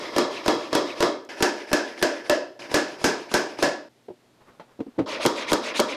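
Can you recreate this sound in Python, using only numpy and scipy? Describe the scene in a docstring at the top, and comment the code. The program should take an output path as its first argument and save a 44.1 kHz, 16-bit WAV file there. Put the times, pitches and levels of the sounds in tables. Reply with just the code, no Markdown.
"""Small hammer on a wooden frame

In a hard-walled workshop a small hammer slides over a frame's thin backing panel and drives nails sideways
into the rim. Blows are steel noise bursts plus pushes that ring panel modes, each with a room tail; the slide is
speed-driven filtered noise. Five shots, close and wide, are joined by cuts. In the fourth the frame is lifted,
turned and set down, heard as thuds and a rustle of noise. Loose nails tick over room tone and a sine hum.
One microphone hears it all, its input overloaded by the loud blows."""
import sys
import numpy as np
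from scipy import signal
from scipy.fft import rfft, irfft, next_fast_len
from scipy.io import wavfile
from scipy.ndimage import uniform_filter1d

SR = 44100
rng = np.random.default_rng(int(sys.argv[2]) if len(sys.argv) > 2 else 0)


def transcribe(signal):
    """Save signal, clipped to [-1, 1], as a 16-bit WAV file at the path in sys.argv[1]."""
    frames = np.atleast_2d(signal).T
    limited = np.clip(frames, -1, 1)
    pcm = np.round(limited * 32767).astype(np.int16)
    wavfile.write(sys.argv[1], SR, pcm)


N = 262836

# Start of each shot and end of the last: time [s]
SHOT_EDGES = [0, 1.288, 2.59, 3.89, 5.058, 5.96]

# Hammer contacts: (time [s], steel crack before its envelope [dB], panel knock [dB],
# extra on rim mode [dB], extra on lower rail mode [dB], extra on upper rail mode [dB])
BLOWS = [(0.1628, -14.5, -23, 7, 3, 5), (.182, -7.5, -17.5, -0.5, -12, -1), (.46, -18.5, -28.5, 3, -6, 1),
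         (.48, -7.5, -16.5, -0.5, -14, 0), (0.729, -16, -24, 3, 3, 7.5), (0.751, -6.5, -17.5, 1, -16, -17),
         (1.005, -13, -21.5, 9, 13, 6), (1.0257, -8, -17, -1, -15, -1), (1.405, -22, -29, -1, -12, -6),
         (1.4244, 2, -16.5, -3, 0, -1), (1.715, -24, -30.5, 0, -1, 1), (1.73, 0, -16.5, 0.5, 4.5, 1.5),
         (2.0149, -24, -35.5, -7, -12, 6), (2.0258, -1.5, -17, 4, 4.5, 2.5),
         (2.2965, -3, -15, 6, -4.5, 1.5), (2.7142, -23, -34, 1, -15, -11),
         (2.742, -2.5, -18.5, -0.5, 0.5, 7.5), (3.014, -30, -41, 1, -12, -13), (3.042, -2, -18, -4, 2, 3),
         (3.315, -23.5, -35.5, -2, -8, -5), (3.3396, -4, -19, -2, 7.5, 2.5),
         (3.5872, -28, -35.5, -3, -6, -1), (3.6253, -5, -18, 4, 2, 8.5), (5.2, -43, -34, 14, 5, 3),
         (5.252, -45, -12.5, -4, -10, -5), (5.2606, 2, -15, -7, -16, -16), (5.5182, -13, -16, -2.5, -2, -1),
         (5.531, 1.5, -13, -2.5, -5, 9), (5.794, -23, -15, -3.5, -10, 5), (5.799, 1, -15, -0.5, -1, 12)]
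# Direct steel crack before dulling: (frequency [Hz], level [dB])
CRACK_COLOUR = [(800, 15), (2000, 6.5), (5000, 7.5), (10000, -6), (16000, -13)]
# Steel crack as the room answers it: (frequency [Hz], level [dB])
CRACK_ROOM_COLOUR = [(500, -15.5), (1500, 10.5), (3000, 2), (5200, 4), (6500, 3), (9000, -6.5),
                     (13000, -17), (16000, -34)]
# Room and rattle, one row per shot: (room re crack [dB], room re knock [dB], rattle t60 [s])
SHOT_ROOM = [(-22, 1.8, 0.073), (-24.5, 1.8, 0.058), (-18.5, 3.74, 0.21), None, (-31.5, -8.5, 0.16)]
# Decay of the hard-walled room: (frequency [Hz], t60 [s])
ROOM_T60 = [(100, 0.19), (260, 0.54), (700, 0.45), (1800, 0.4), (5000, 0.39), (13000, 0.22)]
FIRM_DB, DULL_PER_DB = -12, .4  # weaker cracks lose treble: slope grows by this for each dB below
LEVEL_S = .0227  # knock and room levels are the rms their energy would hold for this long (s)
FIRST_CONTACT_DB = 23  # first push over the start of the rattle

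# Panel and frame modes: (frequency [Hz], width at damping 1 [Hz])
MODES = [(45, 30), (135, 50), (205, 60), (285, 70), (355, 65), (460, 90), (600, 70), (770, 130), (960, 80),
         (1170, 120), (1350, 150), (1560, 60), (1715, 55), (2140, 150), (2580, 170), (3300, 130),
         (3950, 300), (5150, 500)]
# Strength of the modes at the spot struck, one row per shot: (one level per mode [dB])
SPOTS = [(-34, -18.5, -13.5, -3, 0.98, -3.5, -2.5, -11, -6.5, -8, -12.5, -19, -12, -18.5, -24.5, -16, -19, -19),
         (-53, -28, -15, -2, 1, -4, -2, -8.5, -7.5, -15, -13, -7.5, -5, -20, -17, -24, -98, -17.5),
         (-72, -16, -9, -2, 0.79, -4.5, -1, -7.5, -5.5, -12.5, -13, -9, -9, -19.5, -18.5, -29.5, -106, -17.5),
         (-34, -8, -5, 0.5, 0.11, -3.5, -8.5, -10.5, -8, -14, -24, -16, -13, -20, -15, -24, -24, -26),
         (-25, -19.5, -9, 0, 1, -0.5, 2, -9, -2.5, -6, -8.5, -23, -22, -25, -37, -13.5, -17.5, -19.5)]

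# Swings of the head, back then forward: (back start [s], turn [s], nail hit [s], hiss going back [dB],
# hiss going forward [dB], panel rumble [dB], lowest band at half speed [Hz])
SWINGS = [(-0.02, 0.119, .182, -39, -43, -34, 2150), (0.302, 0.428, .48, -38.5, -39.5, -36, 2380),
          (0.572, 0.703, .751, -44, -42, -37, 2470), (0.853, 0.95, 1.026, -39, -43, -36.5, 2240),
          (1.262, 1.36, 1.424, -42, -42, -38, 2160), (1.551, 1.664, 1.73, -43.5, -45, -40.5, 2220),
          (1.833, 1.96, 2.025, -43.5, -40.5, -41, 2150), (2.101, 2.234, 2.297, -42.5, -45.5, -42.5, 2110),
          (2.571, 2.684, 2.742, -43.5, -43, -40, 2350), (2.865, 2.976, 3.042, -46.5, -45, -42, 2450),
          (3.152, 3.281, 3.339, -46.5, -44, -43.5, 2420), (3.444, 3.568, 3.625, -48.5, -40.5, -43, 2330),
          (5.07, 5.195, 5.256, -33.5, -30, -32.5, 2340), (5.351, 5.465, 5.52, -32.5, -29.5, -33.5, 2350),
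          (5.624, 5.737, 5.794, -32, -27, -34.5, 2360), (5.875, 5.967, 6.02, -33, -40, -34.5, 2290)]
# Singing bands of the slide: (multiple of lowest band [ratio], half-width to 1/e [octaves], level [dB])
SINGING_BANDS = [(1, 0.25, -4), (1.598, 0.13, -11.5), (2.1, 0.39, -25), (2.648, 0.064, -9)]
# Top fizz of the slide, close shot: (frequency [Hz], level [dB])
FIZZ_NEAR = [(6000, -13), (8000, 1), (10200, 10), (11000, -14), (14000, -5)]
# Top fizz of the slide, wide shots: (frequency [Hz], level [dB])
FIZZ_FAR = [(6000, -3), (8500, 6), (10200, 14), (11200, 0), (12800, -11), (14000, -15)]
# Slide, one row per shot: (fizz colour [table], extra fizz [dB], hiss change by the nail [dB])
SLIDE_SHOT = [(FIZZ_FAR, 0, 5), (FIZZ_FAR, 3.3, -29), (FIZZ_FAR, 5.6, -3), None, (FIZZ_NEAR, 0, -8)]
REST_SPEED, ARC_POWER, SPEED_UP_S = 0.081, 0.93, 0.037  # turn speed (0-1), arc exponent, run-up (s)
HISS_POWER, RUMBLE_POWER, FIZZ_POWER = 0.94, 0.24, 2.1  # how steeply each layer grows with speed
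BAND_RISE = 0.063  # rise of the bands from speed 0 to 1, share of their half-speed pitch
TILT_BACK, TILT_TURN, TILT_CONTACT = (0, -12), -12.5, 4.4  # dB per octave: back arc ends, turn, nail
FIZZ_BACK_DB, FIZZ_TURN_DB, FIZZ_CONTACT_DB = -27, -23, -16  # re hiss, before the shot's extra
FIZZ_RISE_S, RUMBLE_LEAD_S = 0.059, .06  # fizz build-up after the turn, earlier start of rumble's arc
BROAD, PATCHY_DB = 0.78, 3  # broad hiss under the bands (gain), rms depth of random patches

# Loose nails clicking on the panel: (time [s], level [dB])
TICKS = [(.548, -43), (1.2494, -52)]
# Colour of a nail click: (frequency [Hz], level [dB])
TICK_COLOUR = [(3000, -26), (6000, 5), (12000, -9.5), (15000, -7)]

# Frame bumping hands and bench: (time [s], level [dB], thud [Hz], t60 [s], rise [s], rattle re thud [dB])
BUMPS = [(4.082, -33, 420, 0.047, 0.0033, -15), (4.099, -32.5, 362, 0.1, 0.0031, -23),
         (4.596, -44.5, 868, .14, 0.0013, 5), (4.789, -29.5, 331, 0.097, 0.0037, -24),
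         (4.802, -21, 273, 0.08, 0.0017, -16), (4.863, -33.5, 277, 0.05, 0.0038, -19),
         (4.88, -38, 245, 0.065, 0.0031, -20), (4.955, -55, 354, 0.092, 0.0063, -2),
         (4.977, -18, 278, 0.15, 0.014, -16), (4.987, -14.5, 311, 0.075, 0.0036, -14),
         (5.011, -24, 283, 0.13, 0.0049, -24)]
# Colour of the faint rattle on a bump: (frequency [Hz], level [dB])
RATTLE_COLOUR = [(70, -18), (160, 9), (300, 5.5), (700, 11.0), (1500, -2.5), (4000, -12.5), (12000, -40)]

# Hands and air on the turning frame: (time [s], level [dB])
SWISH = [(4.2, -71), (4.39, -67), (4.42, -54.5), (4.45, -65), (4.49, -51), (4.53, -61), (4.66, -68),
         (4.72, -58), (4.78, -67), (4.97, -64)]
# Colour of that rustle: (frequency [Hz], level [dB])
SWISH_COLOUR = [(200, -3), (500, -0.5), (1200, -2.5), (2500, -14), (8000, -33)]

# Room tone colour: (frequency [Hz], relative spectral density [dB])
AIR = [(15, -45), (25, -17), (60, -18), (91, -8), (122, -8.5), (168, -7), (244, -6), (301, -3.5),
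       (703, -9.5), (1100, -15), (1190, -16.5), (4030, -19.5), (14000, -33.5)]
# Mains hum of the lights: (frequency [Hz], rms level [dB])
HUM = [(123.8, -73.5), (242.2, -71.5)]

# Overall tone, bass slightly reduced, treble falling steeply above 14 kHz: (frequency [Hz], gain [dB])
OVERALL_TONE = [(20, -1), (80, -3), (115, 0), (13800, 0), (14500, -14), (15600, -17), (16300, -30)]
TOP_HZ = 16300  # nothing passes from here up


def amp(db):
    """Decibels to gain."""
    return 10 ** (np.asarray(db) / 20)


def unit(x):
    """Scaled to rms 1."""
    return x / np.sqrt(np.mean(x ** 2) + 1e-20)


def along(points, hz):
    """Values of (frequency, value) points read off a log frequency axis."""
    f, v = np.transpose(points)
    return np.interp(np.log(hz + 1), np.log(f + 1), v)


def filtered(x, response):
    """Sound shaped by a complex response of frequency."""
    m = next_fast_len(len(x) + 8192)
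    return irfft(rfft(x, m) * response(np.fft.rfftfreq(m, 1 / SR)), m)[:len(x)]


def coloured_noise(length, points):
    """White noise given a colour, at rms 1."""
    return unit(filtered(rng.standard_normal(length), lambda hz: amp(along(points, hz))))


def held_level(x, db):
    """Sound scaled so that its energy equals LEVEL_S seconds at rms level db."""
    return amp(db) * np.sqrt(LEVEL_S * SR) * x / np.linalg.norm(x)


def shot_of(s):
    """Index of the shot that holds time s."""
    return int(np.searchsorted(SHOT_EDGES, s, side="right")) - 1


def add(track, s, sound):
    """Mix a sound in at s; the next cut ends it."""
    a = round(s * SR)
    b = min(round(SHOT_EDGES[shot_of(s) + 1] * SR), N)
    track[a:b][:len(sound)] += sound[:b - a]


def hammer():
    """Each contact is a short steel crack plus a rattling push that rings the panel; the room answers both."""
    out = np.zeros(N)
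    t = np.arange(SR // 5) / SR
    for s, crack_db, knock_db, *extra_db in BLOWS:
        shot = shot_of(s)
        crack_wet_db, knock_wet_db, rattle_t60 = SHOT_ROOM[shot]
        wood = panel(shot, *extra_db)

        dull_db = DULL_PER_DB * min(crack_db - FIRM_DB, 0)
        noise = rng.standard_normal(len(t))
        crack = unit(filtered(
            noise, lambda hz: amp(along(CRACK_COLOUR, hz) + dull_db * np.log2(1 + hz / 3000))))
        crack = crack * amp(-60 * t / 0.02) * (1 - np.exp(-t / 0.00066))

        rattle = rng.standard_normal(len(t)) * amp(-60 * t / rattle_t60)
        first_push = amp(FIRST_CONTACT_DB - 60 * t / 0.00081)
        knock = filtered(rattle + first_push, wood)

        add(out, s, amp(crack_db) * crack + held_level(knock, knock_db))
        crack_tail = room(lambda hz: amp(along(CRACK_ROOM_COLOUR, hz)), crack_db + crack_wet_db)
        add(out, s, crack_tail + room(wood, knock_db + knock_wet_db))
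    return out


def panel(shot, rim_db=0, low_rail_db=0, high_rail_db=0, damping=1):
    """Causal sum of resonances as struck in one shot, with extra level on the rim and rail modes."""
    extra_db = [rim_db * (500 < hz < 700)
                + low_rail_db * (1400 < hz < 1640)
                + high_rail_db * (1640 < hz < 1900) for hz, _ in MODES]
    strength_db = np.add(SPOTS[shot], extra_db)

    def response(f):
        """Band-pass modes with alternating sign."""
        total = 0
        for k, ((centre, width), db) in enumerate(zip(MODES, strength_db)):
            loss = 1j * f * width * damping
            total = total + (-1) ** k * amp(db) * loss / (centre * centre - f * f + loss)
        return total
    return response


def room(response, db):
    """A fresh noise tail coloured by the source; each frequency dies at its own speed."""
    hz, t, z = signal.stft(rng.standard_normal(SR // 2), SR, nperseg=256)
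    decay = amp(-60 * t / along(ROOM_T60, hz)[:, None])
    tail = signal.istft(z * decay, SR, nperseg=256)[1]
    onset = 1 - np.exp(-np.arange(len(tail)) / (0.00067 * SR))
    return held_level(filtered(tail, response) * onset, db)


def sliding():
    """Wood grain under the moving head: hiss with bands that rise with speed, top fizz and panel rumble."""
    out = np.zeros(N)
    for start, turn, contact, back_db, forward_db, rumble_db, band_hz in SWINGS:
        shot = shot_of(turn - .04)
        fizz_colour, more_db, ease_db = SLIDE_SHOT[shot]
        t = np.arange(round((contact - start + .05) * SR)) / SR + start - .04
        edge = np.clip((t - t[0]) / 0.053, 0, 1) * np.clip((t[-1] - t) / 0.0046, 0, 1)
        # noise of randomly varying strength makes the grit uneven
        grit = rng.standard_normal((3, len(t))) * amp(2 * rng.standard_normal((3, len(t))))

        hiss = grain_hiss(grit[0], t[0], start, turn, contact, band_hz)
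        rumble = unit(filtered(grit[1], panel(shot, damping=1.5)))
        fizz = unit(filtered(grit[2], lambda f: amp(along(fizz_colour, f))))

        speed = speed_of(t, start, turn)
        rumble_speed = speed_of(t, start - RUMBLE_LEAD_S, turn)
        stroke_db = np.where(t < turn, back_db, forward_db)
        lift_db = np.interp(t, [min(turn + SPEED_UP_S, contact), contact + .001], [0, ease_db])
        fizz_forward_db = np.interp(t, [turn, turn + FIZZ_RISE_S], [FIZZ_TURN_DB, FIZZ_CONTACT_DB])
        fizz_db = np.where(t < turn, FIZZ_BACK_DB, fizz_forward_db)

        sound = amp(stroke_db + lift_db) * speed ** HISS_POWER * hiss
        sound = sound + amp(rumble_db) * rumble_speed ** RUMBLE_POWER * rumble
        sound = sound + amp(stroke_db + fizz_db + more_db) * speed ** FIZZ_POWER * fizz
        sound = edge * sound
        first = max(t[0], SHOT_EDGES[shot])
        add(out, first, sound[t >= first])
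    return out


def grain_hiss(grit, begins, start, turn, contact, band_hz):
    """Grit noise through moving singing bands over a broad hump, with a changing tilt and random patches."""
    hz, frames, z = signal.stft(grit, SR, nperseg=256)
    when = frames + begins
    lowest_hz = band_hz * (1 + BAND_RISE * (speed_of(when, start, turn) - .5))
    octaves = np.log2((hz[:, None] + 1) / lowest_hz)
    bands = sum(amp(db) * np.exp(-((octaves - np.log2(k)) / width) ** 2)
                for k, width, db in SINGING_BANDS)
    broad = BROAD * np.exp(-((octaves - .4) / 1.2) ** 2)
    tilt_back = np.interp(when, [start, turn], TILT_BACK)
    tilt_forward = np.interp(when, [turn, contact], [TILT_TURN, TILT_CONTACT])
    tilt_db = np.where(when < turn, tilt_back, tilt_forward)
    shape = (broad + bands) * amp(tilt_db * octaves)
    shape = shape / np.linalg.norm(shape, axis=0)

    blotches = uniform_filter1d(rng.standard_normal(z.shape), size=3, axis=0)
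    blotches = uniform_filter1d(blotches, size=4, axis=1)
    patches = amp(PATCHY_DB * unit(blotches))
    return unit(signal.istft(z * patches * shape, SR, nperseg=256)[1][:len(grit)])


def speed_of(t, start, turn):
    """Head speed 0-1: an arc going back, nearly still at the turn, then a quick run-up."""
    back = np.abs(np.sin(np.pi * np.clip((t - start) / (turn - start), 0, 1))) ** ARC_POWER
    forward = np.sin(np.pi / 2 * np.clip((t - turn) / SPEED_UP_S, 0, 1))
    return REST_SPEED + (1 - REST_SPEED) * np.where(t < turn, back, forward)


def handling():
    """Frame against hands and bench: low decaying sines and panel noise, with a rattle on top."""
    out = np.zeros(N)
    t = np.arange(SR // 4) / SR
    for s, db, thud_hz, t60, rise, rattle_db in BUMPS:
        shape = amp(-60 * t / t60) * (1 - np.exp(-(t / rise) ** 2))
        shape = shape / shape.max()
        wood = panel(shot_of(s), damping=1.15)
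        noise = rng.standard_normal(len(t))
        # a soft contact carries little treble
        blur = unit(filtered(noise, lambda f: wood(f) / (1 + (f / (2.2 * thud_hz)) ** 4)))
        thud = np.sin(2 * np.pi * thud_hz * t) + .35 * np.sin(2 * np.pi * 1.65 * thud_hz * t) + .45 * blur
        rattle = coloured_noise(len(t), RATTLE_COLOUR)
        add(out, s, amp(db) * shape * (thud + amp(rattle_db) * rattle))
    return out


def swish():
    """Hands and air on the turning frame: soft noise whose level follows the movement."""
    s, db = np.transpose(SWISH)
    level_db = np.interp(np.arange(N) / SR, s, db, left=-120, right=-120)
    return amp(level_db) * coloured_noise(N, SWISH_COLOUR)


def nails():
    """Loose nails on the panel: faint bright clicks of quickly decaying noise."""
    out = np.zeros(N)
    t = np.arange(SR // 20) / SR
    for s, db in TICKS:
        add(out, s, amp(db - 60 * t / 0.023) * coloured_noise(len(t), TICK_COLOUR))
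    return out


def room_tone():
    """Ventilation murmur and preamp hiss as steady coloured noise, with a faint hum of sines."""
    t = np.arange(N) / SR
    hum = sum(np.sqrt(2) * amp(db) * np.sin(2 * np.pi * hz * t) for hz, db in HUM)
    return hum + amp(-62) * coloured_noise(N, AIR)


def scene():
    """All sources at one microphone."""
    return (hammer() + sliding() + handling() + swish() + nails() + room_tone())[None]


def record(dry):
    """Input overload flattens the blows, the level dips to zero at each cut, then the overall tone."""
    x = dry[0] / (1 + np.abs(dry[0] / .215) ** 10) ** (1 / 10)
    t = np.arange(N) / SR
    from_cut = np.min(np.abs(t - np.array(SHOT_EDGES[1:-1])[:, None]), axis=0)
    x = x * np.clip(from_cut / 0.0042, 0, 1)
    return filtered(x, lambda hz: amp(along(OVERALL_TONE, hz)) * (hz < TOP_HZ))[None]


dry = scene()
out = record(dry)
transcribe(out)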